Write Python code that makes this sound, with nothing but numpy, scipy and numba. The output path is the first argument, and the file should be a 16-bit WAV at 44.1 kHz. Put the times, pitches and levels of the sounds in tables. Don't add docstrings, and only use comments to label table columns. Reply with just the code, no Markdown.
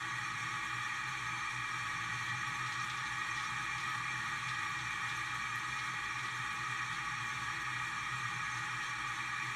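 import sys
import numpy as np
from scipy import signal
from scipy.fft import rfft, irfft, next_fast_len
from scipy.io import wavfile
from scipy.ndimage import uniform_filter1d
from numba import njit

SR = 44100
rng = np.random.default_rng(int(sys.argv[2]) if len(sys.argv) > 2 else 0)


def to_wav(s):
    ch = np.atleast_2d(s).T
    pcm = np.round(np.clip(ch, -1, 1) * 32767)
    wavfile.write(sys.argv[1], SR, pcm.astype(np.int16))


N = 421155

# frequency in Hz, bandwidth of one filter stage in Hz, relative gain in dB.
HEAD_MODES = [(844, 63, -10.1), (918, 57, -13.8), (999, 36, -14.6), (1053, 20, -19.1), (1140, 65, -2.1),
              (1201, 34, -1.5), (1257, 43, 0.0), (1451, 118, -10.6), (1539, 128, -14.9), (1671, 48, -2.8),
              (1765, 23, -2.7), (1835, 85, -6.2), (1895, 65, -1.5), (1944, 63, -6.6), (2095, 179, -15.8),
              (2172, 27, -4.9), (2303, 50, -5.3), (2364, 32, -2.2), (2424, 43, -4.2), (2540, 49, -12.0),
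              (2692, 107, -19.0), (2839, 97, -20.5), (2982, 65, -20.7), (3202, 84, -14.7),
              (3345, 261, -18.2), (3631, 89, -17.6), (3806, 101, -18.1), (4079, 112, -18.2),
              (4389, 142, -19.4)]
NOZZLE_MODES = [(5030, 330, -17), (5480, 340, -16), (5622, 57, -0.3), (6000, 110, -12), (6313, 46, 0.0),
                (6420, 110, -11.5), (6890, 193, -9.5), (7365, 340, -19), (7619, 110, -9.5), (7990, 36, -10),
                (8104, 110, -12.5), (8300, 43, -14), (8480, 81, -14.5), (8540, 46, -12.8),
                (8963, 53, -18.5), (9380, 200, -15.5), (9860, 282, -19.5), (12000, 45, -20)]
TUB_MODES = [(98.4, 1.8, -9), (122.7, 15.3, 0.5), (164.4, 17.5, -10)]
AIR_MODES = [(60.6, 9.8, 0.5), (219.6, 21.4, -3.5), (290, 47, -11.5), (327.3, 22.3, -1),
             (401.3, 18.3, -9.5), (508.5, 50, -18)]

# frequency in Hz, relative spectral density in dB.
SPRAY_SPECTRUM = [(25, -6.5), (200, -6), (600, -13), (1400, -6.5), (2600, -14.5), (3500, 0), (4700, -23),
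                  (6000, -11), (8000, -14.5), (10300, -20.5), (11400, -28), (13500, -27), (15000, -35)]
SLAP_SPECTRUM = [(500, -31), (2000, -2), (3300, 5), (4500, -1.5), (5800, 1.5), (8000, -12), (11000, -23),
                 (15000, -37)]
GUSH_SPECTRUM = [(1500, -28), (2800, -13), (3400, 7.5), (4100, 5.5), (4900, -17), (7000, -22), (15000, -47)]
SPIT_SPECTRUM = [(1000, -18), (4000, -2), (8000, -1), (11000, 3), (13500, -2), (15000, -5)]
DULL_TICK_SPECTRUM = [(100, -3), (400, -3), (800, 3), (1500, -8), (4000, -35), (15000, -60)]

# start in seconds, relative level in dB.
SPLASHES = [(2.2844, -48.5), (2.6594, -48), (2.7202, -44), (2.7944, -49), (2.8948, -43.5), (2.9711, -47),
            (3.0525, -47), (3.3628, -44), (3.3894, -47.5), (3.4344, -48), (3.7774, -46.5), (3.7958, -47),
            (4.4812, -44), (4.7844, -48.5), (5.0873, -45.5), (5.7857, -47), (6.1799, -50), (6.2502, -50),
            (6.9247, -49.5), (8.5684, -50.5), (8.8214, -50)]
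SPITS = [(1.0849, -61), (2.4718, -59), (2.8394, -55.5), (3.1757, -58.5), (3.8955, -56.5), (3.9144, -59),
         (4.6853, -57), (5.1642, -55.5), (5.2599, -60), (5.3443, -56), (5.5523, -50), (5.5844, -57),
         (6.3495, -57.5), (7.6136, -59), (7.8774, -59.5)]
DULL_TICKS = [(5.939, -46.5)]

# time of the peak in seconds, rise in dB.
TUB_SWELLS = [(2.25, 3.0), (8.37, 3.5)]

FLOW_DB, TUB_DB, SPRAY_DB, AIR_DB = -39.2, -53, -55, -60.5
SPLASH_GAIN_DB, SPIT_GAIN_DB = -2, -5.5


def shower_head(nozzle_gain_db=-17, rinse_rise_db=0.33):
    whistles = undb(nozzle_gain_db + 0.38 * wander(rate=14)) * resonant_noise(NOZZLE_MODES)
    return undb(FLOW_DB + rinse_rise_db * rinsing()) * (resonant_noise(HEAD_MODES) + whistles)


def tub(swell_half_width_s=0.26):
    t = np.arange(N) / SR
    swell_db = sum(db * np.exp(-((t - peak_s) / swell_half_width_s) ** 2) for peak_s, db in TUB_SWELLS)
    boom = resonant_noise(TUB_MODES)
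    even_boom = boom / np.sqrt(uniform_filter1d(boom ** 2, size=SR // 3))
    drumming = undb(TUB_DB + swell_db + 0.97 * wander(rate=3)) * even_boom
    return drumming + undb(AIR_DB) * resonant_noise(AIR_MODES)


def spray(rinse_rise_db=0.5):
    impacts = drops(rate=12000, spread_db=2.0) * undb(1.25 * wander(rate=30))
    return undb(SPRAY_DB + rinse_rise_db * rinsing()) * colour(impacts, SPRAY_SPECTRUM)


def splashes(gush_gain_db=-2.2):
    slap_envelope = bursts(SPLASHES, rise_s=0.0029, decay_s=0.013)
    gush_envelope = bursts(SPLASHES, rise_s=0.0052, decay_s=0.02)
    slap = colour(drops(rate=3500, spread_db=2.0) * slap_envelope, SLAP_SPECTRUM)
    gush = colour(drops(rate=5200, spread_db=3.5) * gush_envelope, GUSH_SPECTRUM)
    return undb(SPLASH_GAIN_DB) * (slap + undb(gush_gain_db) * gush)


def spits(strays_per_s=1.5):
    stray_starts = np.flatnonzero(rng.random(N) < strays_per_s / SR)
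    stray_relative_db = -64 + 1.5 * rng.standard_normal(N)[stray_starts]
    strays = list(zip(stray_starts / SR, stray_relative_db))
    envelope = bursts(list(SPITS) + strays, rise_s=0.0015, decay_s=0.012)
    impacts = drops(rate=12000, spread_db=3.0) * envelope
    return undb(SPIT_GAIN_DB) * colour(impacts, SPIT_SPECTRUM)


def dull_tick():
    envelope = bursts(DULL_TICKS, rise_s=0.001, decay_s=0.002)
    return colour(rng.standard_normal(N) * envelope, DULL_TICK_SPECTRUM)


def stall(direct, t60_s=0.34, tail_gain_db=-4.5):
    t = np.arange(SR // 2) / SR
    decay = np.exp(-np.log(1000) * t / t60_s)
    tail = rng.standard_normal(len(t)) * decay * (t > 0.003)
    reflected = signal.fftconvolve(direct, tail / np.linalg.norm(tail))[:N]
    return (direct + undb(tail_gain_db) * reflected) / np.hypot(1, undb(tail_gain_db))


def rinsing(start_s=1.7, end_s=6.2, ramp_s=0.9):
    t = np.arange(N) / SR
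    return np.clip(np.minimum(t - start_s, end_s - t) / ramp_s, 0, 1)


def resonant_noise(modes):
    total = 0
    for hz, width_hz, db in modes:
        force = rng.random(N) - 0.5
        first_stage = resonate(force, float(hz), float(width_hz))
        total = total + undb(db) * resonate(first_stage, float(hz), float(width_hz))
    return unit_rms(total)


@njit
def resonate(force, hz, width_hz):
    response = np.empty(len(force))
    band, low = 0., 0.
    step, damping = np.tan(np.pi * hz / SR), width_hz / hz
    for i in range(len(force)):
        velocity = (band + step * (force[i] - low + 1e-18)) / (1 + step * (step + damping))
        band = 2 * velocity - band
        low += 2 * step * velocity
        response[i] = damping * velocity
    return response


def drops(rate, spread_db):
    lands = rng.random(N) < rate / SR
    strength = undb(spread_db * np.minimum(rng.exponential(size=N), 5))
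    return unit_rms(lands * strength * rng.choice([-1, 1], N))


def bursts(events, rise_s, decay_s):
    t = np.arange(SR // 3) / SR
    shape = (1 - np.exp(-t / rise_s)) * np.exp(-t / decay_s)
    power = np.zeros(N)
    for start_s, db in events:
        start = int(start_s * SR)
        power[start:start + len(t)] += (undb(db) * shape[:N - start] / shape.max()) ** 2
    return np.sqrt(power)


def colour(x, spectrum):
    size = next_fast_len(N)
    hz, db = np.transpose(spectrum)
    bin_hz = np.fft.rfftfreq(size, 1 / SR)
    gain = undb(np.interp(np.log(bin_hz + 1), np.log(hz), db))
    return irfft(rfft(x, size) * unit_rms(gain), size)[:N]


def wander(rate):
    hold = int(SR / rate)
    steps = np.repeat(rng.standard_normal(4096)[:N // hold + 1], hold)
    return unit_rms(uniform_filter1d(uniform_filter1d(steps, hold), hold)[:N])


def undb(db):
    return 10 ** (np.asarray(db) / 20)


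def unit_rms(x):
    return x / np.sqrt(np.mean(x ** 2))


def scene():
    return (shower_head() + tub() + spray() + stall(splashes() + spits()) + dull_tick())[None]


def record(dry, cutoff_hz=15300):
    return signal.sosfilt(signal.ellip(12, 0.2, 80, cutoff_hz, fs=SR, output="sos"), dry)


dry = scene()
out = record(dry)
to_wav(out)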